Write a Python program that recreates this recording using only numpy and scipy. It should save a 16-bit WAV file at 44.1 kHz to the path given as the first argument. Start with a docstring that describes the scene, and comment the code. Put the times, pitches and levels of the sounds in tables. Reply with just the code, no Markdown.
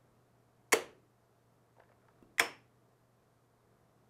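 """Mains hum, room rumble and hiss run throughout: a wavering sine and noise of set spectrum.
At 0.72 s one contactor in an open control box drops out: blows ring its housing, springs and the box.
From 1.76 s come faint ticks and rustle, as noise bursts; at 2.23 s one soft knock, as dying sines.
At 2.38 s a soft touch, one short note, leads a second contactor pulling in with a clack of its own.
Ticks, rustle, knock and touch get an echo of sparse taps; each clack leaves a dense after-ring."""
import sys
import numpy as np
from scipy import signal
from scipy.io import wavfile

SR = 44100
rng = np.random.default_rng(int(sys.argv[2]) if len(sys.argv) > 2 else 0)


def pcm_store(signal):
    """Save signal as 16-bit PCM."""
    levels = np.round(np.clip(np.atleast_2d(signal), -1, 1) * 32767)
    wavfile.write(sys.argv[1], SR, levels.astype(np.int16).T)


N = 180413


def gain_of(db):
    """Amplitude factor of a level in dB."""
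    return 10 ** (np.asarray(db) / 20)


def evened(x):
    """Scale to rms 1."""
    return x / np.sqrt(np.mean(x ** 2) + 1e-20)


def read(points, hz):
    """Interpolate a table over log frequency."""
    f, value = np.transpose(points)
    return np.interp(np.log(hz + 1), np.log(f + 1), value)


def add(mix, start_s, sound):
    """Mix a sound in at its start time, cut at the end of the mix."""
    part = mix[round(start_s * SR):][:len(sound)]
    part += sound[:len(part)]


def rise(length, rise_s):
    """Exponential approach from 0 to 1."""
    return 1 - np.exp(-np.arange(length) / SR / rise_s)


def bandpass(x, order, low_hz, high_hz):
    """Butterworth band-pass."""
    return signal.sosfilt(signal.butter(order, [low_hz, high_hz], "band", fs=SR, output="sos"), x)


def ring(hz, db, t60_s):
    """Sum of exponentially dying sines, half a second long."""
    t = np.arange(SR // 2)[:, None] / SR
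    envelope = gain_of(db - 60 * t / np.maximum(t60_s, .002))
    return (envelope * np.sin(2 * np.pi * hz * t)).sum(1)


def drift(top_hz):
    """Slow random wander of rms 1: 16 sines from 0.3 Hz up, weaker as they get faster."""
    t = np.arange(N) / SR
    rates_hz = np.geomspace(.3, top_hz, num=16)
    return evened(sum(np.sin(2 * np.pi * (f * t + rng.random())) / np.sqrt(f) for f in rates_hz))


# decay of the reflections: f/Hz, t60/s
ROOM_DECAY = [(100, 0.77), (260, 0.71), (700, 0.31), (1840, 0.34), (3500, 0.3), (5300, 0.29), (8500, 0.23),
              (11000, 0.24), (15500, .14)]
ECHO_DB, REFLECTION_RISE_S = -8, 0.00087


def reflections(colour, db):
    """Sparse reflections of random sign, each band dying at its own speed; db sets their energy."""
    taps = np.zeros(SR // 2)
    # one tap at a random place in every 10 samples
    at = np.arange(0, len(taps) - 10, 10) + rng.integers(0, 10, (len(taps) - 1) // 10)
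    taps[at] = rng.choice([-1., 1.], len(at))
    hz, t, z = signal.stft(taps, SR, nperseg=512)
    band_db = read(colour, hz)[:, None] - 60 * t / read(ROOM_DECAY, hz)[:, None]
    tail = signal.istft(z * gain_of(band_db), SR, nperseg=512)[1]
    tail *= rise(len(tail), REFLECTION_RISE_S)  # reflections take a moment to build up
    return gain_of(db) * tail / np.linalg.norm(tail)


def with_echo(dry_sound, colour):
    """Add the room's answer to a sound."""
    return dry_sound + signal.fftconvolve(dry_sound, reflections(colour, ECHO_DB))[:N]


# relative spectrum of rumble and hiss: f/Hz, level/(dB per Hz)
AIR_SPECTRUM = [(20, -18.5), (55, -18.5), (78, -7.5), (98, -14.5), (130, -8.5), (224, -10), (270, -13.5),
                (471, -10), (540, -16), (692, -11), (772, -17), (1100, -17.5), (2810, -33.5), (14000, -38),
                (14500, -55.5)]
AIR_RMS_DB, SWELL_RMS_DB, SWELL_CORNER_HZ = -70.5, 1.2, 800


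def air():
    """Rumble and hiss as shaped noise; the bass swells a little, the treble less."""
    frames, hz = N // 512 + 5, np.fft.rfftfreq(2048, 1 / SR)
    a, b = rng.standard_normal((frames, 1025, 2)).T
    swell = np.interp(np.arange(frames) * 512, np.arange(N), drift(3.5))
    swell_db = SWELL_RMS_DB * swell / (1 + hz[:, None] / SWELL_CORNER_HZ)
    spectrum = (a + 1j * b) * gain_of(read(AIR_SPECTRUM, hz)[:, None] + swell_db)
    noise = signal.istft(spectrum, nperseg=2048, noverlap=1536)[1][:N]
    return gain_of(AIR_RMS_DB) * evened(noise)


HUM_HZ, HUM_WANDER_RMS_HZ = 119.3, 0.8
HUM_RMS_DB, HUM_WAVER_RMS_DB = -74, 0.74


def hum():
    """Iron cores hum at twice the mains frequency; level and pitch waver."""
    turns = np.cumsum(HUM_HZ + HUM_WANDER_RMS_HZ * drift(9.9)) / SR
    level = gain_of(HUM_RMS_DB + HUM_WAVER_RMS_DB * drift(7.9))
    return np.sqrt(2) * level * np.sin(2 * np.pi * turns)


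EDGE_DB, EDGE_TOP_HZ = -23.5, 2340  # edge relative to core


def scuff(db, hz, t60_s):
    """A short burst of grit: a core band around one frequency plus a faint bright edge."""
    t = np.arange(2048) / SR
    grit = rng.standard_normal(len(t)) * gain_of(-60 * t / max(t60_s, .002)) * rise(len(t), 0.00031)
    core = bandpass(grit, 2, hz / 1.5, hz * 1.1)
    edge = bandpass(grit, 3, hz, EDGE_TOP_HZ)
    return gain_of(db) * (core / np.linalg.norm(core) + gain_of(EDGE_DB) * edge / np.linalg.norm(edge))


# faint ticks: t/s, core energy level/dB, f/Hz, t60/s
TICK_EVENTS = [(1.766, -42.5, 1010, 0.033), (1.783, -37.5, 705, 0.024), (1.7975, -32, 757, .023),
               (1.802, -37, 1600, 0.022), (1.820, -42, 720, 0.016), (1.835, -44.5, 1920, 0.016),
               (1.89, -45, 1880, 0.044), (1.897, -41, 730, 0.019), (1.917, -39.5, 774, 0.012),
               (1.924, -54, 2200, .012), (2.053, -50, 1400, .008), (2.0846, -40.5, 1270, 0.005),
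               (2.0879, -42, 1310, 0.0049)]


def ticks():
    """Faint ticks nearby, one burst of grit each."""
    out = np.zeros(N)
    for start_s, db, hz, t60_s in TICK_EVENTS:
        add(out, start_s, scuff(db, hz, t60_s))
    return out


RUSTLE_START_S, RUSTLE_END_S, RUSTLE_PER_S = 1.76, 2.3, 140  # mean rate
RUSTLE_MIN_DB, RUSTLE_SPAN_DB, RUSTLE_T60_S = -62, 10, .015
RUSTLE_LOW_HZ, RUSTLE_HIGH_HZ = 590, 1870


def rustle():
    """Fainter grit at random times, levels and pitches fills the spell of ticks."""
    out = np.zeros(N)
    gaps, sizes, pitches = rng.random((100, 3)).T
    starts_s = RUSTLE_START_S + np.cumsum(2 * gaps) / RUSTLE_PER_S
    for start_s, size, pitch in zip(starts_s, sizes, pitches):
        if start_s < RUSTLE_END_S:
            hz = RUSTLE_LOW_HZ * (RUSTLE_HIGH_HZ / RUSTLE_LOW_HZ) ** pitch
            add(out, start_s, scuff(RUSTLE_MIN_DB + RUSTLE_SPAN_DB * size, hz, RUSTLE_T60_S))
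    return out


# knock modes: f/Hz, level before the slow rise/dB, t60/s
KNOCK_MODES = [(90, -51, .03), (268.7, -20, 0.011), (329, -58, .12), (1098, -43.5, 0.015),
               (1800, -52.5, 0.013), (3266, -56, 0.01094), (2720, -64.5, .05)]
KNOCK_S, KNOCK_RISE_S = 2.2256, 0.011
KNOCK_CLICK_DB, KNOCK_CLICK_T60_S = -51, .005


def knock():
    """Dying modes that build up slowly, with a small noise click on top."""
    out = np.zeros(N)
    body = ring(*np.transpose(KNOCK_MODES))[:8192]
    add(out, KNOCK_S, -body * rise(8192, KNOCK_RISE_S))  # a soft pad loads slowly
    click = rng.standard_normal(256) * gain_of(-60 * np.arange(256) / SR / KNOCK_CLICK_T60_S)
    add(out, KNOCK_S, gain_of(KNOCK_CLICK_DB) * click / np.linalg.norm(click))
    return out


TOUCH_S, TOUCH_LENGTH_S, TOUCH_HZ, TOUCH_PEAK_DB = 2.3825, .006, 2000, -31


def touch():
    """The first soft touch before the pull-in: one note that swells and dies."""
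    out, t = np.zeros(N), np.arange(0, TOUCH_LENGTH_S, 1 / SR)
    swell = np.sin(np.pi * t / TOUCH_LENGTH_S) ** 0.59
    add(out, TOUCH_S, gain_of(TOUCH_PEAK_DB) * swell * np.sin(2 * np.pi * TOUCH_HZ * t))
    return out


SHOVE_RISE_S = 0.00098


def box_shove(shove, box_hz, box_db, box_t60_s):
    """The armature reaches its stop and shoves the box, whose panels ring."""
    out = np.zeros(N)
    start_s, db = shove
    panels = ring(box_hz, box_db, box_t60_s)
    panels *= rise(len(panels), SHOVE_RISE_S)  # a soft start keeps the thump from spreading into the bass
    add(out, start_s, gain_of(db) * panels)
    return out


CHATTER_T60_S, CHATTER_RISE_S, CHATTER_GAIN, STRIKE_GAIN = 0.014, 0.00063, 0.28, 0.79
HOUSING_LOW_HZ, HOUSING_TOP_HZ = 850, 13100  # too small to radiate below; gentle top limit


def contactor(blows, housing, springs, wash, wash_db):
    """Blow and chatter ring the housing, the blow alone rings the springs; an after-ring follows."""
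    out, t = np.zeros(N), np.arange(2048) / SR
    hz, width_hz, db = np.transpose(housing)
    t60_s = np.log(1000) / np.pi / width_hz
    coils = ring(*np.transpose(springs))
    for start_s, blow_db, hardness in blows:
        blow = gain_of(blow_db)
        # loose parts rattle after the strike
        chatter = CHATTER_GAIN * rng.standard_normal(len(t)) * gain_of(-60 * t / CHATTER_T60_S)
        chatter *= rise(len(t), CHATTER_RISE_S)
        chatter[0] = STRIKE_GAIN
        # a hard blow drives the high modes more
        body = ring(hz, db + hardness * np.log2(hz / 2000), t60_s)[:2048]
        body = bandpass(body, 2, HOUSING_LOW_HZ, HOUSING_TOP_HZ)
        add(out, start_s, blow * signal.oaconvolve(body, chatter))
        add(out, start_s, blow * coils)
        # a fresh random tail for each blow, so that tails do not comb
        add(out, start_s, blow * np.linalg.norm(chatter) * reflections(wash, wash_db))
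    return out


# armature and contact blows, drop-out before 1 s, then pull-in: t/s, level/dB, hardness/(dB per octave)
BLOW_EVENTS = [(.7217, -26, 1), (.7243, -27, 2.5), (.7289, -15.5, 0.5), (.7301, -18, -2), (.7328, -17, 0.4),
               (2.3830, -35, -1.5), (2.3941, -40.5, 7), (2.3964, -28.5, 7.5), (2.3976, -18, 0.5),
               (2.4012, -24.5, 2), (2.4070, -27.5, -0.5)]
# one shove per clack: t/s, level/dB
SHOVE_EVENTS = [(0.7353, -24.5), (2.4040, -36)]
# box panels, before the bass cut: f/Hz, drop-out level/dB, pull-in level/dB (re shove), t60/s
BOX_PANELS = [(65, -4.5, 6, 0.091), (125, -28.5, -3, .1), (194, -34.5, -25, 0.053), (302, -20, -4, 0.19),
              (338, -18, -7, 0.088), (363, -9.5, -6, .25), (438, 6, -28.5, 0.073), (540, 2.5, -17.5, 0.018),
              (468, -4.5, 2, 0.2), (615, -6, -9, .11), (682, -10, 2, 0.15), (837, -11.5, -23, 0.13),
              (1033, -11.5, -9.5, 0.047)]
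# plastic housing modes, before hardness and band limits: f/Hz, width/Hz, level re blow/dB
DROP_HOUSING_MODES = [(1150.5, 90, -12.5), (1781, 2700, -13), (2170, 100, -3), (2900, 660, -2),
                      (4500, 172, -14.5), (5820, 450, -8.5), (6970, 450, -6), (7770, 330, -10),
                      (8700, 1100, -5.5), (9970, 320, -12), (11640, 2700, -17.5), (13690, 1200, -25)]
PULL_HOUSING_MODES = [(1090, 300, -19.5), (1783, 250, -8), (2250, 270, 1), (2570, 520, -1.5),
                      (3340, 235, -9), (5500, 500, -7), (6740, 200, -14.5), (7180, 270, -9.5),
                      (8540, 220, -13.5), (10040, 900, -27), (10980, 530, -17), (12700, 1500, -17.5)]
# springs that sing on, in close clusters: f/Hz, level re blow/dB, t60/s
DROP_SPRING_MODES = [(1932, -28, 0.28), (4530, -30.5, .2), (4500, -29.5, .2), (5804, -35.5, 0.18),
                     (7644, -38.5, 0.16)]
PULL_SPRING_MODES = [(2315, -21.5, 0.18), (3540, -37, 0.14), (5540, -40, 0.18), (5130, -39.5, 0.34),
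                     (5360, -28, 0.28), (5420, -33, .25)]
# relative colour of the after-ring in box, wiring and room: f/Hz, level/(dB per Hz)
DROP_WASH_COLOUR = [(60, -13), (200, -32), (450, -14), (800, -17.5), (1300, -18.5), (1450, -21.5),
                    (1900, -20.5), (3000, -21.5), (4000, -30.5), (4620, -26.5), (5100, -37), (6000, -27.5),
                    (10000, -32), (15800, -38.5)]
PULL_WASH_COLOUR = [(60, -15), (255, -17), (680, -9.5), (830, -4.5), (1050, -4.5), (1350, -11), (2300, -7),
                    (3350, -13), (3800, -23), (5000, -22.5), (5340, -7.5), (5700, -22), (7200, -21.5),
                    (8000, -23.5), (8500, -19), (9300, -27.5), (15800, -29.5)]
DROP_WASH_DB, PULL_WASH_DB = 7.5, 12  # energy re blow and chatter, before the bass cut
BASS_CUT_HZ = 200


def clacks():
    """Drop-out, then pull-in; small parts radiate little bass, so both are high-passed."""
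    box_hz, drop_db, pull_db, box_t60_s = np.transpose(BOX_PANELS)
    drop = [b for b in BLOW_EVENTS if b[0] < 1]
    pull = [b for b in BLOW_EVENTS if b[0] > 1]
    hits = box_shove(SHOVE_EVENTS[0], box_hz, drop_db, box_t60_s)
    hits += contactor(drop, DROP_HOUSING_MODES, DROP_SPRING_MODES, DROP_WASH_COLOUR, DROP_WASH_DB)
    hits += box_shove(SHOVE_EVENTS[1], box_hz, pull_db, box_t60_s)
    hits += contactor(pull, PULL_HOUSING_MODES, PULL_SPRING_MODES, PULL_WASH_COLOUR, PULL_WASH_DB)
    return signal.sosfilt(signal.butter(2, BASS_CUT_HZ, "high", fs=SR, output="sos"), hits)


def scene():
    """Sum of background, small sounds with echo, and clacks; one channel."""
    background = air() + hum()
    small = with_echo(ticks() + rustle() + knock(), [(100, 0), (10000, 0)])
    soft_touch = with_echo(touch(), [(100, 0.014), (10000, 0)])
    return (background + small + soft_touch + clacks())[None]


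TOP_HZ = 15750


def record(dry):
    """Band limit: linear-phase low-pass."""
    lowpass = signal.firwin(255, TOP_HZ, window=("kaiser", 9), fs=SR)
    return signal.oaconvolve(dry, lowpass[None], "same")


dry = scene()
out = record(dry)
pcm_store(out)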